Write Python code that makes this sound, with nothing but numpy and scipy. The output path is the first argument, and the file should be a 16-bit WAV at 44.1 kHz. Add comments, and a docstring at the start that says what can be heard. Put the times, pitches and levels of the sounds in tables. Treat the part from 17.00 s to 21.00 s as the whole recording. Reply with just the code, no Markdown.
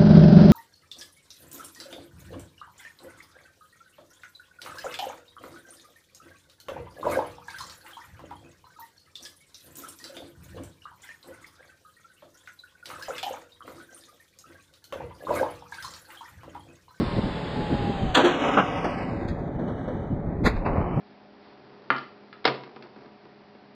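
"""A crawler crane lifts a heavy tamping weight: the diesel drones, the winch whines, wind hits the mic.
Just after 1 s the hook lets go with a clank, then knocks again. The unloaded boom (the crane's arm)
and its cables rattle while the weight falls. Near 3.4 s it slams into the soil and throws up dirt.
All along, a sliding filter dulls the treble and cuts narrow gaps in it."""
import sys
import numpy as np
from scipy import signal
from scipy.fft import rfft, irfft
from scipy.io import wavfile

SR = 44100
rng = np.random.default_rng(int(sys.argv[2]) if len(sys.argv) > 2 else 0)


def wav_record(signal):
    """Record a signal, one row per channel, as 16-bit PCM in the file named by sys.argv[1]."""
    frames = np.transpose(np.atleast_2d(signal))
    bounded = np.clip(frames, -1, 1)
    # unit amplitude maps onto the largest positive 16-bit level
    quanta = np.round(bounded * 32767).astype(np.int16)
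    wavfile.write(sys.argv[1], SR, quanta)


N = 176400


def amp(db):
    """Turns decibels into a gain."""
    return 10 ** (np.asarray(db) / 20)


def evened(x):
    """Scales a signal to an average strength (rms) of 1."""
    return x / np.sqrt(np.mean(x ** 2) + 1e-20)


def curve(rows, column=1):
    """Joins one column of a time table with straight lines."""
    rows = np.array(rows)
    return np.interp(np.arange(N) / SR, rows[:, 0], rows[:, column])


def noise(size=N):
    """Plain white noise."""
    return rng.standard_normal(size)


def colour(x, points, scale=1, tilt_db=0):
    """Sets the mix of bass and treble, moved in pitch by scale and tilted per octave; rms 1."""
    hz = np.fft.rfftfreq(len(x), 1 / SR) + 1
    point_hz, point_db = np.transpose(points)
    shape_db = np.interp(np.log(hz), np.log(point_hz * scale), point_db)
    shape_db += tilt_db * np.log2(np.clip(hz, 150, 4000) / 1000)
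    return evened(irfft(rfft(x) * amp(shape_db) * hz / (hz + 8), len(x)))


def wander(hz):
    """A random drift, up to about hz wiggles a second; rms 1."""
    rates = np.fft.rfftfreq(1024, N / SR / 1024)
    slow = evened(irfft(rfft(noise(size=1024)) / (1 + (rates / hz) ** 4)))
    return np.interp(np.arange(N), np.linspace(0, N, len(slow)), slow)


def grains(per_s, spread_db, wash, size=N):
    """Tiny random hits of uneven size over a soft hiss."""
    strength = amp(spread_db * np.minimum(rng.exponential(1, size), 3))
    hits = strength * np.sign(noise(size)) * (rng.random(size) < per_s / SR)
    return evened(hits) + wash * noise(size)


def blow(db, rise, hold, fade):
    """The loudness of one hit: it swells, holds, then drops 60 dB in fade seconds."""
    t = np.arange(SR) / SR
    return np.minimum(t / rise, 1) ** 2 * amp(db - 60 * np.maximum(t - rise - hold, 0) / fade)


def ring(notes, rise):
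    """One second of the fading notes of something struck."""
    t = np.arange(SR) / SR
    ringing = sum(amp(db - 60 * t / fade) * np.sin(2 * np.pi * (hz * t + rng.random()))
                  for hz, db, fade in notes)
    return np.sqrt(2) * np.minimum(t / rise, 1) * ringing


def tone(hz, waver):
    """A slightly unsteady pure tone; rms 1."""
    cycles = np.cumsum(hz * (1 + waver * wander(hz=25))) / SR
    return np.sqrt(2) * np.sin(2 * np.pi * (cycles + rng.random()))


def add(mix, start, sound):
    """Mixes a sound in at start seconds."""
    first = round(start * SR)
    sound = sound[max(-first, 0):]
    part = mix[max(first, 0):][:len(sound)]
    part += sound[:len(part)]


def high_tone():
    """A faint, breathy high tone slides down with the filter sweep at first, then holds."""
    # its path: time_s, pitch_hz, level_db
    tone_path = [(0, 3620, -45.5), (1.2, 3000, -49.5)]
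    breath = amp(curve(tone_path, column=2)) * wander(hz=45)
    return breath * tone(curve(tone_path), waver=.01)


def wind():
    """Wind pushes on the microphone: a lumpy rumble and short puffs."""
    # tone colour of rumble and puffs: pitch_hz, level_db
    rumble_colour = [(12, -12), (28, -2), (60, 0), (110, -3), (200, -16), (2000, -80)]
    puff_colour = [(20, -16), (70, -9), (140, 0), (230, -2), (420, -9), (700, -24), (2000, -50)]
    # loudness of the rumble: time_s, level_db
    rumble_level = [(0, -32), (.3, -37), (.5, -45), (.62, -35), (.8, -35), (.98, -42), (1.1, -30),
                    (1.19, -53), (2, -41), (2.24, -34), (2.53, -43), (3.27, -36), (4, -33.5)]
    # puffs: middle_s, half_length_s, level_db, pitch_factor
    puffs = [(.015, .025, -23, 1.1), (.185, .012, -20, 1.1), (.25, .016, -25, 1), (.598, .02, -24.5, 1.2),
             (.73, .022, -21, 1.15), (.835, .03, -28, 1), (.895, .02, -25, 1.1), (1.035, .022, -25, .9),
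             (2.15, .025, -31, .8), (2.24, .015, -29, .6), (2.315, .02, -27, .65), (3.125, .018, -25, .7),
             (3.275, .02, -28, .7), (3.42, .03, -25, .8), (3.98, .02, -20, .7)]
    out = amp(curve(rumble_level) + 2.5 * wander(hz=14)) * colour(noise(), rumble_colour)
    t = np.arange(-SR // 4, SR // 4) / SR
    for middle, half_length, db, scale in puffs:
        swell = amp(db) * np.exp(-.5 * (t / half_length) ** 2)
        add(out, middle + t[0], swell * colour(noise(len(t)), puff_colour, scale))
    return out


def diesel():
    """The engine drones and the machinery hums; the drone eases as the load lets go."""
    # tone colour of the drone: pitch_hz, level_db
    drone_colour = [(25, -18), (70, -8.5), (135, 2), (340, -4), (470, -12.5), (800, -12), (1150, -26),
                    (2100, -26), (5000, -54), (14000, -62)]
    # its loudness: time_s, level_db
    drone_level = [(1.1, -35), (1.25, -39), (2.15, -32.5), (3.3, -33.5)]
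    # humming notes: pitch_hz, level_db
    hum_notes = [(172, -44), (431, -47), (565, -48)]
    drone = amp(curve(drone_level) + 1.5 * wander(hz=12)) * colour(noise(), drone_colour)
    hum = sum(amp(db + 3 * wander(hz=6)) * tone(hz, waver=.02) for hz, db in hum_notes)
    return drone + hum


def winch():
    """The winch hisses under load while its whine sinks in pitch."""
    # main whine and brief upper whine: time_s, pitch_hz, level_db
    main_whine = [(0, 1000, -48), (.25, 885, -45), (.48, 858, -44), (.62, 846, -39), (.92, 806, -35),
                  (1.03, 775, -38), (1.12, 742, -36), (1.17, 725, -65)]
    upper_whine = [(0, 1100, -44), (.2, 1040, -47), (.6, 960, -70)]
    # tone colour of the hiss: pitch_hz, level_db
    hiss_colour = [(150, -8), (500, 0), (1300, -6.5), (2600, -5.5), (3400, -7.5), (4800, -6), (7000, -13.5),
                   (14000, -30)]
    # its loudness: time_s, level_db
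    hiss_level = [(0, -35), (.45, -36), (.8, -34.5), (1.1, -36), (1.9, -41), (2.4, -60), (4, -62)]
    whine = sum(amp(curve(path, column=2) + 1.5 * wander(hz=20)) * tone(curve(path), waver=.004)
                for path in (main_whine, upper_whine))
    hiss = amp(curve(hiss_level)) * colour(noise(), hiss_colour)
    return whine + hiss


def rattle():
    """Many small hits ring the steel boom and its cables."""
    # tone colour of the rattle: pitch_hz, level_db
    rattle_colour = [(80, -22), (180, -4), (330, 0), (500, -3.5), (1100, -2), (1700, -8.5), (2700, -7.5),
                     (4000, -15), (7500, -20), (14000, -36)]
    # its loudness: time_s, level_db
    rattle_level = [(1.14, -80), (1.19, -25), (1.37, -26.5), (1.43, -23.5), (1.55, -23.5), (1.68, -27.5),
                    (1.8, -30.5), (1.95, -29.5), (2.15, -35), (2.35, -41), (2.53, -45), (2.75, -38),
                    (3, -38.5), (3.3, -55), (4, -70)]
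    one_hit = noise(SR) * blow(db=0, rise=.001, hold=0, fade=.1)
    shaken = signal.fftconvolve(grains(per_s=350, spread_db=3.5, wash=.6), one_hit)[:N]
    return amp(curve(rattle_level) + .8 * wander(hz=15)) * colour(shaken, rattle_colour)


def clanks():
    """Steel hits steel: each crash rings the hook, and its treble dies twice as fast as the rest."""
    # clanks of hook and boom: start_s, level_db, rise_s, fade_s, tilt_db_per_octave
    hits = [(1.141, -6.7, .012, .08, 3.4), (1.158, -10.5, .014, .27, -1.8), (1.235, -15.3, .014, .42, -1.7),
            (1.838, -21, .008, .22, -3), (2.272, -27, .016, .13, 8.5), (2.588, -26.5, .005, .4, -7.5),
            (2.676, -30.5, .006, .25, -4.5), (2.875, -27, .006, .2, -5.5)]
    # tone colour of a crash before its tilt: pitch_hz, level_db
    crash_colour = [(60, -30), (150, -12), (230, -1), (600, 0), (1000, -2), (1650, -2), (2100, -9),
                    (3300, -3), (4500, -4), (6500, -7), (11000, -14), (15000, -30)]
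    # the hook's own notes: pitch_hz, relative_level_db, fade_s
    hook_notes = [(250, -13, .36), (510, -9, .3), (603, -11, .3), (968, -15, .3), (1567, -14, .2),
                  (1728, -20, .3), (1855, -19, .35), (2487, -24, .35), (3322, -18, .25)]
    # the boom's low ring as the load leaves it: start_s, level_db, rise_s, fade_s, pitch_hz
    boom_note = (1.231, -14, .014, .3, 352)
    treble_hz, hook_db = 7000, -5.5
    out = np.zeros(N)
    cut_treble = signal.butter(2, treble_hz, fs=SR, output="sos")
    for start, db, rise, fade, tilt in hits:
        crash = colour(grains(per_s=4000, spread_db=2.5, wash=1.2, size=SR), crash_colour, tilt_db=tilt)
        body = signal.sosfiltfilt(cut_treble, crash)
        treble = crash - body
        add(out, start, body * blow(db, rise, 0, fade) + treble * blow(db, rise, 0, fade / 2))
        notes = [(hz, level + tilt * np.log2(hz / 1000), decay) for hz, level, decay in hook_notes]
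        add(out, start, amp(db + hook_db) * ring(notes, rise))
    start, db, rise, fade, hz = boom_note
    add(out, start, ring([(hz, db, fade)], rise))
    return out


def knock():
    """The freed hook block gives a hollow knock and rings briefly."""
    # the knock: start_s, level_db, rise_s, hold_s, fade_s
    hit = (1.561, -13.5, .014, .022, .12)
    # its tone colour: pitch_hz, level_db
    knock_colour = [(80, -25), (190, 1), (420, -4), (800, -1), (1000, -6), (1300, 2), (1580, 1),
                    (1780, -15), (2850, -11), (3600, -18), (9000, -36)]
    # the block's own notes: pitch_hz, relative_level_db, fade_s
    block_notes = [(206, -3, .23), (312, -6, .23), (587, -5, .1), (806, -3, .13), (1167, 0, .15),
                   (1324, 0, .16), (2852, -19, .25)]
    start, db, rise, hold, fade = hit
    out = np.zeros(N)
    add(out, start, blow(db, rise, hold, fade) * colour(noise(SR), knock_colour))
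    add(out, start + rise / 2, amp(db=-18.5) * ring(block_notes, rise))
    return out


def landing():
    """The weight slams down: the ground shakes, soil sprays up and rains back, loose steel clinks."""
    # the slam: start_s, level_db, rise_s, hold_s, fade_s
    slam = (3.43, -10, .034, .01, .1)
    # tone colour of slam and soil: pitch_hz, level_db
    slam_colour = [(30, 0), (130, 5), (300, 2), (600, -2), (1200, -5.5), (2100, -2), (4000, -2), (7000, -8),
                   (12000, -12), (15000, -19)]
    soil_colour = [(40, -22), (130, 0), (200, 3), (450, -2), (800, -4), (1200, -6.5), (1600, -16),
                   (2600, -18), (5000, -37), (14000, -56)]
    # deep thuds in the ground: start_s, level_db, pitch_hz, fade_s
    thuds = [(3.44, -15, 48, .24), (3.543, -20.5, 32, .4)]
    # sprays of soil: start_s, level_db, rise_s, fade_s, tilt_db_per_octave
    sprays = [(3.485, -28, .015, .34, 10), (3.54, -31, .028, .18, 10), (3.642, -20.5, .022, .2, 2.6)]
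    # loudness of falling soil, with a faint patter from the very start: time_s, level_db
    soil_level = [(3.58, -41), (3.69, -28.5), (3.76, -24.3), (3.86, -30), (4, -30.5)]
    # notes of a loose steel part: pitch_hz, level_db, fade_s
    clink_notes = [(2590, -25, .13), (2740, -29, .12), (4500, -44, .15), (4880, -40, .12), (5650, -40, .12)]
    out = amp(curve(soil_level)) * colour(grains(per_s=1100, spread_db=3, wash=.8), soil_colour)
    grit = colour(grains(per_s=4000, spread_db=3, wash=.9, size=SR), slam_colour)
    add(out, slam[0], blow(*slam[1:]) * grit)
    for start, db, hz, fade in thuds:
        add(out, start, ring([(hz, db, fade)], rise=.012))
    for start, db, rise, fade, tilt in sprays:
        add(out, start, blow(db, rise, 0, fade) * colour(noise(SR), soil_colour, tilt_db=tilt))
    clink = ring(clink_notes, rise=.014)
    chatter = amp(3 * wander(hz=70)[:SR])
    add(out, start=3.648, sound=clink * chatter)
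    return out


def scene():
    """All the sounds, added into one channel."""
    return (diesel() + winch() + high_tone() + wind() + clanks() + knock() + rattle() + landing())[None]


def record(dry):
    """A treble-dulling filter with a row of notches (narrow gaps) slides down, then partly back up."""
    # path of the lowest notch: time_s, pitch_hz
    notch_path = [(0, 6450), (.25, 6000), (.85, 5780), (1.05, 5480), (1.25, 5100), (1.45, 4620),
                  (1.65, 4330), (1.85, 3900), (2.05, 3400), (2.25, 3060), (2.45, 2860), (2.75, 2620),
                  (3.05, 2720), (3.45, 2980), (3.7, 3220), (4, 3760)]
    # dips and bumps that slide with it: ratio_to_notch_pitch, level_db
    bumps = [(.33, 0), (.41, -5), (.47, -.5), (.56, -1), (.63, 3.5), (.76, 1), (.88, 2), (1.5, .5), (2, -2),
             (2.6, -2.5)]
    crowding, notch_width, notch_db, top_hz = .22, .07, -42, 15000
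    hz, t, spectrum = signal.stft(dry, SR, nperseg=512, noverlap=384)
    ratio = hz[:, None] / np.interp(t, *np.transpose(notch_path))
    position = np.sqrt(ratio ** 2 * (1 + crowding) - crowding + 0j)  # notches lie at 1, 2, 3...
    dulling = abs(np.sinc(position))
    from_notch = position.real - np.maximum(np.round(position.real), 1)
    cut_db = notch_db * np.exp(-(from_notch / notch_width) ** 2)
    bump_db = np.interp(ratio, *np.transpose(bumps))
    spectrum = spectrum * dulling / dulling[0] * amp(cut_db + bump_db)
    swept = signal.istft(spectrum, SR, nperseg=512, noverlap=384)[1][:, :N]
    cut_top = signal.firwin(511, top_hz, window=("kaiser", 9), fs=SR)
    return signal.oaconvolve(swept, cut_top[None], "same")


dry = scene()
out = record(dry)
wav_record(out)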